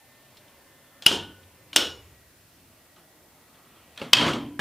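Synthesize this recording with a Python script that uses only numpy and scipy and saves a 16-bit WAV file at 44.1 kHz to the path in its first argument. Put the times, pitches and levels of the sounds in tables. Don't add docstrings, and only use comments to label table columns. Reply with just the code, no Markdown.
import sys
import numpy as np
from scipy import signal
from scipy.io import wavfile
from scipy.ndimage import uniform_filter1d

SR = 44100
rng = np.random.default_rng(int(sys.argv[2]) if len(sys.argv) > 2 else 0)


def pcm_store(signal):
    levels = np.round(np.clip(np.atleast_2d(signal), -1, 1) * 32767)
    wavfile.write(sys.argv[1], SR, levels.astype(np.int16).T)


def ratio(d):
    e = np.asarray(d, float) / 20
    return 10 ** e


N = 202931
MAIN_GRIP_S = 2.5


def at_hz(points, hz):
    table = np.array(points)
    return np.interp(np.log(hz), np.log(table[:, 0]), table[:, 1])


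def rms_one(x):
    return x / np.sqrt(np.mean(x ** 2) + 1e-20)


def drift(rate_hz):
    count = int(N / SR * 40) + 2
    slow = uniform_filter1d(rng.standard_normal(count), size=3)
    return np.interp(np.arange(N) / SR * np.clip(rate_hz, 0.1, 39), np.arange(count), rms_one(slow))


def ring(clicks, hz, t60):
    r = ratio(-60 / (t60 * SR))
    w = 2 * np.pi * min(hz, SR / 2 - 2000) / SR
    return signal.lfilter([0, np.sin(w)], [1, -2 * r * np.cos(w), r * r], clicks + 1e-18)


def narrow_noise(length, hz, width_hz):
    return ring(rng.standard_normal(length), hz, np.log(1000) / np.pi / width_hz)


def bands():
    edges = 22 * 2 ** (np.arange(30) / 3)
    white = rng.standard_normal((2, N))
    for k, (low, high) in enumerate(zip(edges, edges[1:])):
        sos = signal.butter(2, [low, high], "band", fs=SR, output="sos")
        yield np.sqrt(low * high), signal.sosfilt(sos, white[k % 2])


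def add(out, s, x):
    at = round(s * SR)
    out[at:at + len(x)] += x[:N - at]


def slam_s(rows):
    return rows[1][0]


# frequency in Hz, level in dB per Hz.
AIR = [(15, -48), (25, -23), (87, -2.5), (135, -6), (168, -5), (201, -11.5), (245, -6), (408, -11),
       (582, -12), (1040, -15), (1970, -19), (2510, -18.5), (5000, -26.5), (6500, -58), (11000, -120)]
# time in seconds, level in dB.
BREEZE = [(0.0, -58.5), (0.4, -54), (0.801, -56.5), (1.5, -56.5), (2.001, -54.5), (2.3, -58.5),
          (2.801, -57.5), (3.0, -59), (3.4, -57), (3.8, -54.5), (4.6, -56)]


def air(rumble_hz, patchy_db):
    t = np.arange(N) / SR
    settle_s, rumble_rest_db, shake_db = 0.9, -4.5, 9
    slams = [slam_s(rows) for rows in (SMALL_A, SMALL_B, MAIN)]
    shake = sum((t > s) * np.exp(-np.abs(t - s) / settle_s) for s in slams)
    rumble_db = rumble_rest_db + shake_db * np.tanh(uniform_filter1d(shake, size=8192))
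    out = 0
    for hz, noise in bands():
        low_db = rumble_db / (1 + (hz / rumble_hz) ** 2)
        out = out + noise * ratio(at_hz(AIR, hz) + low_db + patchy_db * drift(8))
    return rms_one(out) * ratio(np.interp(t, *np.transpose(BREEZE)) - 2.0)


# frequency in Hz, level in dB, start in seconds, end in seconds, width in Hz.
WHINES = [(600, -66.5, 0.05, 0.5, 25), (550, -67, 0.5, 1.7, 25), (1801, -70, -0.5, 1.8, 10),
          (2043, -73, -0.5, 2.1, 10), (1921, -72.5, 2.0, 4.0, 10), (620, -70, 2.7, 3.4, 40)]


def whines(blur_db):
    t, out = np.arange(N) / SR, 0
    for hz, db, start, end, width_hz in WHINES:
        blur = ratio(blur_db) * rms_one(narrow_noise(N, hz, width_hz))
        line = np.sin(2 * np.pi * hz * t) * 10 / width_hz
        gate = np.clip(np.minimum(t - start, end - t) / 0.028, 0, 1)
        out = out + ratio(db) * gate * rms_one(blur + line)
    return out


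# frequency in Hz, t60 in seconds.
TAIL_T60 = [(60, 0.43), (100, 0.45), (200, 0.49), (500, 0.39), (1500, 0.35), (3000, 0.31), (6000, 0.25),
            (10000, 0.27), (15000, .22)]


def tail(groups, boom_hz, patchy_db):
    out = 0
    for hz, noise in bands():
        energy = np.zeros(N) + 1e-18
        for contacts, colour in groups:
            s, tail_db, boom_db = np.array(contacts)[:, [0, 4, 5]].T
            level_db = tail_db + at_hz(colour, hz) + boom_db / (1 + (hz / boom_hz) ** 2)
            energy[np.round(s * SR).astype(int)] = ratio(2 * level_db)
        fall = ratio(-120 / (at_hz(TAIL_T60, hz) * SR))
        rise = np.exp(-1 / ((0.0024 + 1.5 / hz) * SR))
        energy = signal.lfilter([1 - rise], np.convolve([1, -fall], [1, -rise]), energy)
        out = out + noise * np.sqrt(np.abs(energy)) * ratio(13.0 + patchy_db * drift(30))
    return out


# frequency in Hz, level in dB per Hz.
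TAIL_SMALL = [(24, -58.5), (60, -29), (150, -21), (300, -4), (700, -9.5), (1400, -9.5), (2200, -16.5),
              (3200, -2), (5400, -12.5), (8000, -17), (11000, -24), (16000, -31.5)]
TAIL_MAIN = [(24, -64.5), (60, -19), (130, -9.5), (270, -3.5), (600, -7), (1300, -4.5), (2100, -9),
             (3200, -4), (5000, -16), (7500, -21), (11000, -29.5), (16000, -49)]


def shed(small, main, light):
    early = [c for c in light if c[0] < MAIN_GRIP_S]
    late = [c for c in light if c[0] > MAIN_GRIP_S]
    return tail([(small + early, TAIL_SMALL), (main + late, TAIL_MAIN)], boom_hz=596, patchy_db=2.0)


# time in seconds, level in dB.
KNOCKS = [
    (1.113, -22),
    (1.14, -24.5),
    (4.0165, -22.5),
    (4.027, -28),
    (4.3, -55),
    (4.5925, -24),
]
# frequency in Hz, level in dB, t60 in seconds.
COVER = [(245, -6.5, 0.1), (295, -2.5, 0.09), (432.5, -1, 0.1), (536, 5.5, 0.1), (844, -3.5, 0.044),
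         (1202, -8.5, 0.027)]


def knocks():
    out = np.zeros(N)
    push = np.r_[np.hanning(24), np.zeros(SR // 4)] / 12
    for s, level_db in KNOCKS:
        luck_db = rng.normal(0, 2.6, len(COVER))
        for luck, (hz, db, t60) in zip(luck_db, COVER):
            add(out, s, ratio(level_db - 10.0 + db + luck) * ring(push, hz, t60))
    return out


def touches(rows, rattle_ms, tail_db, boom_db):
    return [(s, db, rattle_ms, hz, db + tail_db, boom_db) for s, db, hz in rows]


# time in seconds, clack in dB, pitch in Hz.
LATCHES = [
    (1.0220, -30.5, 4196),
    (1.7305, -28.5, 2920),
    (3.9600, -44, 3020),
    (3.9755, -29, 3170),
]
BUMPS = [
    (1.1130, -18, 1270),
    (1.143, -42, 1410),
    (3.998, -36, 3500),
    (4.015, -28.5, 2630),
    (4.5925, -16.5, 1660),
]
FINGERS = [
    (0.369, -44.5, 4160),
    (0.4800, -51.5, 3100),
    (1.4300, -53.5, 3200),
]
TAPS = [(2.962, -55, 3300), (3.541, -58.5, 2990), (3.7600, -60, 3170)]
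# time in seconds, clack in dB.
LOOSE_MAIN = [(4.188, -37), (4.21, -19), (4.2420, -30), (4.263, -20.5), (4.2800, -21), (4.3050, -48),
              (4.3330, -24.5), (4.3800, -47)]


def light_contacts():
    out = touches(LATCHES, rattle_ms=2.0, tail_db=-13, boom_db=-2.5)
    for bump in BUMPS:
        boom_db = 13 if bump[0] > MAIN_GRIP_S else 10
        out += touches([bump], rattle_ms=1.2, tail_db=-10, boom_db=boom_db)
    out += touches(FINGERS, rattle_ms=8.9, tail_db=-15.5, boom_db=-7)
    out += touches(TAPS, rattle_ms=6.3, tail_db=-2.55, boom_db=8.9)
    for s, db in LOOSE_MAIN:
        tail_db = -16 + 0.42 * db - 53.5 * (s - LOOSE_MAIN[0][0])
        out.append((s, db, 2.3, 2870, tail_db, 12))
    return out


def ringing(s, level_db, modes, build_cycles):
    t, out = np.arange(SR) / SR, np.zeros(N)
    for hz, width_hz, db, t60 in modes:
        cluster = rms_one(narrow_noise(SR + 8192, hz, width_hz)[8192:])
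        build = 1 - np.exp(-t * hz / build_cycles)
        add(out, s, ratio(level_db + db - 60 * t / t60) * build * cluster)
    return out


# frequency in Hz, width in Hz, level in dB,
# t60 in seconds.
RING_A = [(90.5, 6.4, -12, 0.8), (186, 40, -10.5, 0.5), (364, 110, -9, .5), (930, 44, -9.5, .4),
          (1477, 17, -20.5, 0.8), (2870, 16, -1.5, .4), (3100, 110, 1.5, 0.35), (5200, 250, -9, 0.32),
          (9300, 12, -31, .5)]
RING_B = [(84, 20, -15, 1.36), (324, 21, -10, 0.47), (1449, 22, -2, 0.3457), (2920, 17, -2.5, 0.43),
          (3600, 300, 0, 0.33), (5380, 300, 0.5, 0.34), (6774, 14, -21, 0.66)]
RING_MAIN = [(123.4, 32, 1.5, 0.74), (186, 25, -23, 0.86), (243, 13, 4.5, 0.59), (292.6, 14, 2, 0.81),
             (377, 25, -9, 0.16), (985.4, 12, -7, 0.57), (2557, 80, -2.5, 0.27), (3152, 110, 0.5, 0.47),
             (4600, 220, -12.5, 0.43)]


def springs():
    return (ringing(slam_s(SMALL_A), -19.5, RING_A, build_cycles=13)
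            + ringing(slam_s(SMALL_B), -25, RING_B, build_cycles=12)
            + ringing(slam_s(MAIN), -16, RING_MAIN, build_cycles=58))


def clacks(contacts, housing, crack_db):
    out, t = np.zeros(N), np.arange(4096) / SR
    multiples = [k for k, db, t60 in housing]
    levels_db = [db for k, db, t60 in housing] + [crack_db]
    haste = np.maximum(multiples + [2.5], 1)[:, None] ** 0.34
    rise = 1 - np.exp(-1000 * t / 0.44)
    for s, clack_db, rattle_ms, hz, tail_db, boom_db in contacts:
        clicks = rng.standard_normal((len(housing) + 1, len(t)))
        rattle = clicks * np.exp(-1000 * t * haste / rattle_ms) * rise
        parts = [ring(r, hz * k, t60) for r, (k, db, t60) in zip(rattle, housing)]
        parts.append(np.diff(rattle[-1], prepend=0))
        for db, part in zip(levels_db, parts):
            add(out, s, ratio(clack_db - 4.0 + db) * part / np.abs(part).max())
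    return out


# multiple of the pitch, level in dB,
# t60 in seconds.
HOUSING_A = [(0.469, -19, .03), (0.99, 1, 0.03), (1.03, -13, .09), (1.12, -14.5, .04), (1.4, -12.5, .02),
             (1.701, -2, 0.0092), (2.6, -10.5, .012), (3.199, -5.5, .008), (4.198, -18.5, .008)]
HOUSING_B = [(.51, -18.5, .05), (0.822, -15.5, 0.035), (1.003, -5.5, 0.034), (1.1, 1, 0.015),
             (1.25, -22.5, 0.067), (1.581, -13.5, 0.017), (1.9, -1, 0.008), (2.5, -7, .015),
             (2.9, -12, 0.008), (3.3, -9, .008), (4.3, -11, 0.01)]
HOUSING_MAIN = [(.45, -22, .02), (0.866, -8.5, 0.055), (0.995, 0.5, 0.025), (1.084, -8, 0.058),
                (1.215, -7.5, 0.017), (1.51, -1.5, 0.012), (1.67, -1.5, 0.014), (1.8, -7.5, 0.011),
                (2.6, -15, 0.0103), (3.8, -37, .01)]
TICK = [(.55, -12, 0.0097), (.8, -4, 0.01), (1.001, 3.7, 0.01), (1.2, -1, 0.0067), (1.801, -9.5, 0.007),
        (2.8, -15.5, 0.0034)]


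def snaps(a, b, main, light):
    return (clacks(a, HOUSING_A, crack_db=-3.5) + clacks(b, HOUSING_B, crack_db=-2.5)
            + clacks(main, HOUSING_MAIN, crack_db=-13) + clacks(light, TICK, crack_db=-9.5))


# time in seconds, clack in dB, tail in dB.
SMALL_A = [
    (1.0608, -16.5, -27),
    (1.0638, 4.5, -16.5),
    (1.0850, -26.5, -32),
]
SMALL_B = [
    (1.7588, -27, -38),
    (1.7614, 2, -16.5),
    (1.7673, -6.5, -36),
]
MAIN = [
    (4.1292, -32, -43),
    (4.1320, 4.5, -14.5),
    (4.1510, -14, -31),
    (4.1680, -11, -18.5),
]


def throw(rows, rattle_ms, hz, boom_db):
    return [(s, db, rattle_ms, hz, tail_db, boom_db) for s, db, tail_db in rows]


def scene():
    a = throw(SMALL_A, rattle_ms=0.39, hz=2922, boom_db=-8)
    b = throw(SMALL_B, rattle_ms=0.63, hz=2865, boom_db=-1.5)
    main = throw(MAIN, rattle_ms=2.6, hz=3003, boom_db=-14)
    light = light_contacts()
    struck = snaps(a, b, main, light) + springs() + knocks() + shed(a + b, main, light)
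    no_bass = signal.butter(2, 78, "high", fs=SR, output="sos")
    panel = signal.sosfilt(no_bass, struck)
    return np.tile(panel + air(rumble_hz=200, patchy_db=2.06) + whines(blur_db=-4.5), (2, 1))


def gain_control(x, threshold_db, release_db_s, attack_ms):
    climb = release_db_s * np.arange(N) / SR
    level_db = 20 * np.log10(np.abs(x).max(axis=0) + 1e-9)
    held_db = np.maximum.accumulate(level_db + climb) - climb
    excess_db = np.maximum(held_db - threshold_db, 0)
    r = np.exp(-1000 / (attack_ms * SR))
    return x * ratio(-signal.lfilter([1 - r], [1, -r], excess_db))


def band_limit(x):
    return signal.sosfilt(signal.butter(12, 16440, fs=SR, output="sos"), x)


def record(dry):
    hiss = ratio(-64 + 6.0) * signal.lfilter([1, -0.2], [1], rng.standard_normal((2, N)))
    ducked = gain_control(dry + hiss, threshold_db=-1.5, release_db_s=120, attack_ms=16.0)
    overloaded = np.clip(ducked, -0.97, 0.97)
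    treble_limit = signal.cheby2(12, 60, 16300, fs=SR, output="sos")
    return band_limit(signal.sosfilt(treble_limit, overloaded))


dry = scene()
out = record(dry)
pcm_store(out)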